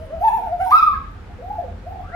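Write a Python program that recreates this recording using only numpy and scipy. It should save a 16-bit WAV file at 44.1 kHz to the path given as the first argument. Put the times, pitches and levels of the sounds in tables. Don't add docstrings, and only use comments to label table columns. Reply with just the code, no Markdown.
import sys
import numpy as np
from scipy import signal
from scipy.fft import rfft, irfft, next_fast_len
from scipy.io import wavfile
from scipy.ndimage import uniform_filter1d

SR = 44100
rng = np.random.default_rng(int(sys.argv[2]) if len(sys.argv) > 2 else 0)


def file_out(sig):
    cols = np.atleast_2d(sig).T
    lim = np.clip(cols, -1, 1)
    pcm = np.round(lim * 32767).astype(np.int16)
    wavfile.write(sys.argv[1], SR, pcm)


def to_linear_factor(level_db):
    exponent = np.asarray(level_db, float) / 20
    return 10 ** exponent


N = 94815
T = np.arange(N) / SR

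# trough in seconds, trough pitch in Hz, top in seconds, top pitch in Hz.
ARCHES = [(-.02, 559.6, 0.032, 650.4), (0.085, 525.4, 0.15, 669), (.192, 601.3, 0.26, 905.9),
          (0.312, 780.7, 0.35, 911.3), (0.411, 659.8, .442, 772), (0.499, 629.2, 0.54, 714),
          (.58, 604.8, .625, 770.5), (.658, 730, 0.69, 755.6), (.697, 745, .733, 1231),
          (0.734, 1240, .775, 1328), (0.81, 1130, .848, 1304), (0.904, 1143, 0.87, 1298),
          (0.964, 1013, 0.94, 1100)]
# time in seconds, whistle level in dB, octave level in dB, rasp level in dB.
BREATH = [(0.031, -38.5, -63, -64.5), (0.141, -29, -59, -74), (0.216, -20.5, -47.5, -50.5),
          (.24, -18, -38.5, -50.5), (0.278, -6, -44, -42), (.3, -20, -53.5, -47), (.345, -15, -59, -47),
          (.442, -28, -50, -60.5), (0.532, -20.5, -51.5, -63), (.565, -28, -58.5, -64.5),
          (0.615, -18, -44.5, -47.5), (0.675, -18.5, -48.5, -45.5), (.695, -25.5, -44, -46),
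          (0.709, -9, -30.5, -33.5), (0.739, -1, -37, -34.5), (0.773, -11.5, -35, -42), (.8, -24, -37, -50),
          (.83, -7, -39.5, -49), (.852, -20.5, -50, -56), (.876, -8.5, -43, -53.5), (0.9, -11.5, -42, -57),
          (.932, -20, -51.5, -59.5), (0.955, -32.5, -44, -88), (0.977, -47, -87, -121.5)]
DIP_DB, DIP_S, DIP_LAG_S = 17.5, 0.018, 0.00061
ROUND = 1.1
FADE_DB = 5.5


def warble():
    arches = np.array(ARCHES)
    times, hz = arches[:, ::2].ravel(), arches[:, 1::2].ravel()
    place = np.interp(T, times, np.arange(len(times)))
    i = np.minimum(place.astype(int), len(times) - 2)
    u = place - i
    falling = i % 2
    from_top = np.where(falling, u, 1 - u)
    fall = .5 - .5 * np.cos(np.pi * from_top ** ROUND)
    pitch = hz[i] + (hz[i + 1] - hz[i]) * np.where(falling, fall, 1 - fall)

    depth = np.clip((arches[:, 3] - arches[:, 1]) / arches[:, 3] / 0.18, 0, 1)
    dip = np.zeros(N)
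    for trough, d in zip(arches[:, 0], depth):
        dip += DIP_DB * d * np.exp(-((T - trough - DIP_LAG_S) / DIP_S) ** 4)
    next_depth = depth[np.minimum(i // 2 + 1, len(arches) - 1)]
    fade = dip + FADE_DB * falling * next_depth * np.sin(np.pi * u) ** .5

    t, *columns = np.transpose(BREATH)
    level, octave, rasp = (np.interp(T, t, c, right=-120) for c in columns)
    return voice(pitch, level - fade, octave - .5 * fade, rasp - 0.34 * dip)


# multiple of the pitch, level in dB over the octave.
OVERTONES = [(2, 0), (3, -7), (4, -15), (5, -24), (6, -33), (8, -45)]
# frequency in Hz, level in dB per Hz.
HISS_L = [(1400, -3.5), (2200, 16.5), (6000, -10), (8700, -19.5), (9500, 6.5), (10300, -8), (11200, -14),
          (13500, 1.5), (15600, -6)]
JITTER = 0.0013
BLUR = 1.1
BUZZ = .7


def voice(hz, level_db, octave_db, rasp_db):
    phase = 2 * np.pi * np.cumsum(hz * (1 + JITTER * wobble(150))) / SR
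    k = np.arange(2, 24)[:, None]
    partials = np.sin(k * phase + BLUR * wobble(110, count=22)) * (k * hz < 16000)
    partials = partials * (1 + 0.063 * wobble(40, count=22))

    overtone_gain = to_linear_factor(np.interp(k, *np.transpose(OVERTONES), right=-60))
    low = patched((overtone_gain * partials).sum(0), patchy_db=3.0)
    low = low * to_linear_factor(4.1 * wobble(59.66) - 2)

    hiss = rng.standard_normal(N) * (1 + np.cos(phase))
    rasp = BUZZ ** .5 * unit(partials[5:].sum(0)) + (1 - BUZZ) ** .5 * unit(hiss)
    rasp = filtered(rasp, lambda f: to_linear_factor(along(HISS_L, f)))
    rasp = unit(patched(rasp, patchy_db=5.5))
    return 2 ** .5 * (to_linear_factor(level_db) * np.sin(phase) + to_linear_factor(octave_db) * low) + to_linear_factor(rasp_db) * rasp


# start in seconds, length in seconds, pitch in Hz, level in dB.
SECOND = [
    (0.138, 0.09, 780, -46),
    (0.284, 0.037, 1000, -27),
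    (0.364, 0.031, 982, -31.5),
    (.46, 0.03, 858, -33.5),
    (0.578, 0.025, 870, -56),
    (0.66, 0.044, 943.5, -26),
    (0.937, 0.031, 1726, -38),
]


def second_voice():
    out = np.zeros(N)
    for start, length, hz, db in SECOND:
        u = np.clip((T - start) / length, 0, 1)
        level = to_linear_factor(db + 6 + 0.37 * wobble(99)) * np.sin(np.pi * u)
        pitch = hz * (1.01 - 0.073 * u + 0.021 * wobble(110))
        out += level * np.sin(2 * np.pi * np.cumsum(pitch) / SR)
    return out


# time in seconds, pitch in Hz, level in dB.
SOFT_1 = [
    (1.385, 466, -42),
    (1.412, 504.7, -45),
    (1.428, 696, -38),
    (1.49, 793.5, -33),
    (1.56, 863.4, -32.5),
    (1.574, 815.4, -45.5),
    (1.584, 699.6, -23.5),
    (1.61, 677.3, -40),
    (1.65, 519.6, -37.5),
    (1.71, 495, -49),
]
SOFT_2 = [
    (1.83, 484.5, -47),
    (1.855, 552, -48),
    (1.875, 724, -33.5),
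    (1.9, 763.6, -27.5),
    (1.92, 751.3, -30),
    (1.938, 778.6, -39.5),
    (1.96, 753, -30.5),
    (1.978, 749, -59),
    (2.012, 721.5, -34),
    (2.03, 723, -59),
]
SOFT_OCTAVE_DB, SOFT_RASP_DB = -35, -34
FLUTTER_HZ, FLUTTER = 67.32, 0.38
SOFT_EDGE_HZ, SOFT_EDGE_DB = 12600, 8.5


def soft_notes():
    hz, db = np.where(T < 1.79, glide(SOFT_1), glide(SOFT_2))
    hz = hz * (1 + 0.017 * wobble(50))
    x = voice(hz, db + 4.5 * wobble(45.09), db + SOFT_OCTAVE_DB, db + SOFT_RASP_DB)
    flutter_hz = FLUTTER_HZ * (1 + 0.2025 * wobble(15))
    x = x * (1 + FLUTTER * np.sin(2 * np.pi * np.cumsum(flutter_hz) / SR))
    head = [(1200, 0), (2000, -10), (10500, -10), (SOFT_EDGE_HZ, SOFT_EDGE_DB), (15000, -3)]  # Hz, dB
    return filtered(x, lambda f: to_linear_factor(along(head, f)))


def glide(rows):
    s, hz, db = np.transpose(rows)
    pitch = uniform_filter1d(np.interp(T, s, hz), 600)
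    level = uniform_filter1d(np.interp(T, s, db, -90, -90), 400)
    return pitch, level


# time in seconds, level in dB.
TICKS = [
    (1.116, -51),
    (2.03, -46),
]


def claws():
    shape = sum(to_linear_factor(db - 60 * (T - s).clip(0) / 0.0067) * (T >= s) for s, db in TICKS)
    return filtered(shape * rng.standard_normal(N), lambda f: 1 / (1 + (11000 / (f + 1)) ** 6))


# time in seconds, pitch in Hz, level in dB.
FAR_1 = [
    (1.15, 735.6, -43),
    (1.18, 754, -62),
    (1.23, 823, -53),
    (1.28, 811, -50.5),
    (1.3, 696, -44.5),
    (1.33, 765, -71),
]
FAR_2 = [
    (2.08, 504.3, -44.5),
    (2.11, 645, -55.5),
    (2.13, 687, -34),
    (2.16, 729, -18.5),
]
FAR_3 = [
    (2.03, 1150, -45.5),
    (2.07, 1326, -46.5),
    (2.11, 1650, -45),
    (2.16, 2357, -39.5),
]
FAR_4 = [
    (-.02, 3062, -68),
    (.1, 3040, -66),
    (.22, 2980, -72),
]


def far_birds():
    return (far_call(FAR_1, octave_db=-36.0, rough=0.0033) + far_call(FAR_2, octave_db=-7.5, rough=0.0012)
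            + far_call(FAR_3, octave_db=-23, rough=0.02) + far_call(FAR_4, octave_db=-40, rough=0.016))


def far_call(rows, octave_db, rough):
    hz, db = glide(rows)
    phase = 2 * np.pi * np.cumsum(hz * (1 + rough * wobble(130))) / SR
    return 2 ** .5 * to_linear_factor(db) * (np.sin(phase) + to_linear_factor(octave_db) * np.sin(2 * phase))


# delay in seconds, left level in dB, right level in dB.
ECHOES = [
    (.0058, -6, -12),
    (.0095, -29, -10),
    (.017, -9.5, -24),
    (.031, -16.5, -17),
    (.047, -18.5, -12.5),
    (.095, -15, -16),
]
# frequency in Hz, seconds to fall by 60 dB.
YARD = [(500, 0.43), (1300, 0.5), (4000, 0.7), (12000, 0.051)]
WET_DB = -10


def yard(x):
    hz, t, z = signal.stft(rng.standard_normal((2, SR)), SR, nperseg=256)
    decay = to_linear_factor(-60 * t / along(YARD, hz)[:, None])
    tail = signal.istft(z * decay * np.clip(t / 0.015, 0, 1), SR, nperseg=256)[1]
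    late = signal.fftconvolve(x[None], tail / np.linalg.norm(tail[0]), axes=1)[:, :N]
    early = filtered(x, lambda f: sum(to_linear_factor([[l], [r]]) * np.exp(-2j * np.pi * f * s) for s, l, r in ECHOES))
    return early + to_linear_factor(WET_DB) * late


# frequency in Hz, level in dB per Hz.
RUMBLE = [(20, -33.5), (34, 3.5), (92, 1), (106, -5.5), (124, -12.5), (178, -9), (257, -17), (269, -16.5),
          (300, -15), (390, -56.5), (660, -120)]
AIR = [(150, -13.5), (250, -10), (413, -5), (527, -13), (772, -12), (857, -8.5), (1020, -15), (1420, -12.5),
       (15800, -50)]
# pitch in Hz, level in dB.
HUMS = [(48, -47.5), (68, -46), (86, -44.5), (217, -57), (487, -57.5), (540, -66.5)]
RUMBLE_DB, AIR_DB = -34, -48.5


def traffic():
    hums = np.zeros(N)
    for hz, db in HUMS:
        level = to_linear_factor(db + 6.3 * wobble(9.78))
        hums += level * np.sin(2 * np.pi * np.cumsum(hz * (1 + 0.01628 * wobble(4.3))) / SR)
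    rumble = to_linear_factor(RUMBLE_DB - 3.0 + 1.4 * wobble(2.6)) * rush(RUMBLE, patchy_db=-1.5)
    return rumble + hums + to_linear_factor(AIR_DB + 1.5) * rush(AIR, patchy_db=1.0)


# frequency in Hz, likeness from 0 to 1.
ALIKE = [(60, 0.97), (200, 0.88), (600, 0.5), (2000, 0.17), (8000, 0.029)]


def rush(spectrum, patchy_db):
    pair = patched(rng.standard_normal((2, N)), patchy_db)

    def response(hz):
        turn = np.arccos(np.clip(along(ALIKE, hz), -1, 1)) / 2
        return to_linear_factor(along(spectrum, hz)) * [np.cos(turn), np.sin(turn)]

    mid, side = filtered(pair, response)
    return unit(np.array([mid + side, mid - side]))


def patched(x, patchy_db):
    z = signal.stft(x, nperseg=512)[2]
    field = uniform_filter1d(rng.standard_normal(z.shape[-2:]), 3, 0)
    field = uniform_filter1d(field, 12, 1)
    return signal.istft(z * to_linear_factor(patchy_db * unit(field)), nperseg=512)[1][..., :N]


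def wobble(rate, count=1):
    knots = rng.standard_normal((count, int(N * rate / SR) + 4))
    place = np.arange(N) * rate / SR
    i = place.astype(int)
    u = .5 - .5 * np.cos(np.pi * (place % 1))
    return np.squeeze(knots[:, i] * (1 - u) + knots[:, i + 1] * u)


def filtered(x, response):
    m = next_fast_len(N + 8192)
    return irfft(rfft(x, m) * response(np.fft.rfftfreq(m, 1 / SR)), m)[..., :N]


def along(points, hz):
    f, v = np.transpose(points)
    return np.interp(np.log(hz + 1), np.log(f + 1), v)


def unit(x):
    return x / np.sqrt(np.mean(x ** 2) + 1e-20)


# frequency in Hz, level in dB.
HISS_R = [(5000, 0), (8500, -1), (10500, -1), (11800, -6), (13000, -9), (15500, -9)]
RIGHT_DB, LAG_S = .6, 0.00017
FAR_DRY_DB, SOFT_DRY_DB = -6.5, 0
DUCK_DB, DUCK_FROM_DB = 5.5, -18.5


def scene():
    near = warble() + second_voice() + claws()
    soft, far = soft_notes(), far_birds()
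    direct = near + to_linear_factor(SOFT_DRY_DB) * soft + to_linear_factor(FAR_DRY_DB) * far
    direct = filtered(direct, lambda f: np.exp(1j * np.pi * f * LAG_S * np.array([[1], [-1]])))
    birds = direct + yard(near + to_linear_factor(3.5) * (soft + far))
    birds = filtered(birds, lambda f: np.array([np.ones(len(f)), to_linear_factor(RIGHT_DB + along(HISS_R, f))]))
    loud_db = 10 * np.log10(abs(uniform_filter1d(birds[0] ** 2, 4000)) + 1e-9)
    duck = to_linear_factor(-DUCK_DB * np.clip((loud_db - DUCK_FROM_DB) / 10, 0, 1))
    return birds + traffic() * duck


def low_pass(x):
    return signal.sosfilt(signal.butter(12, 16130, fs=SR, output="sos"), x)


def record(dry):
    return low_pass(dry)


dry = scene()
out = record(dry)
file_out(out)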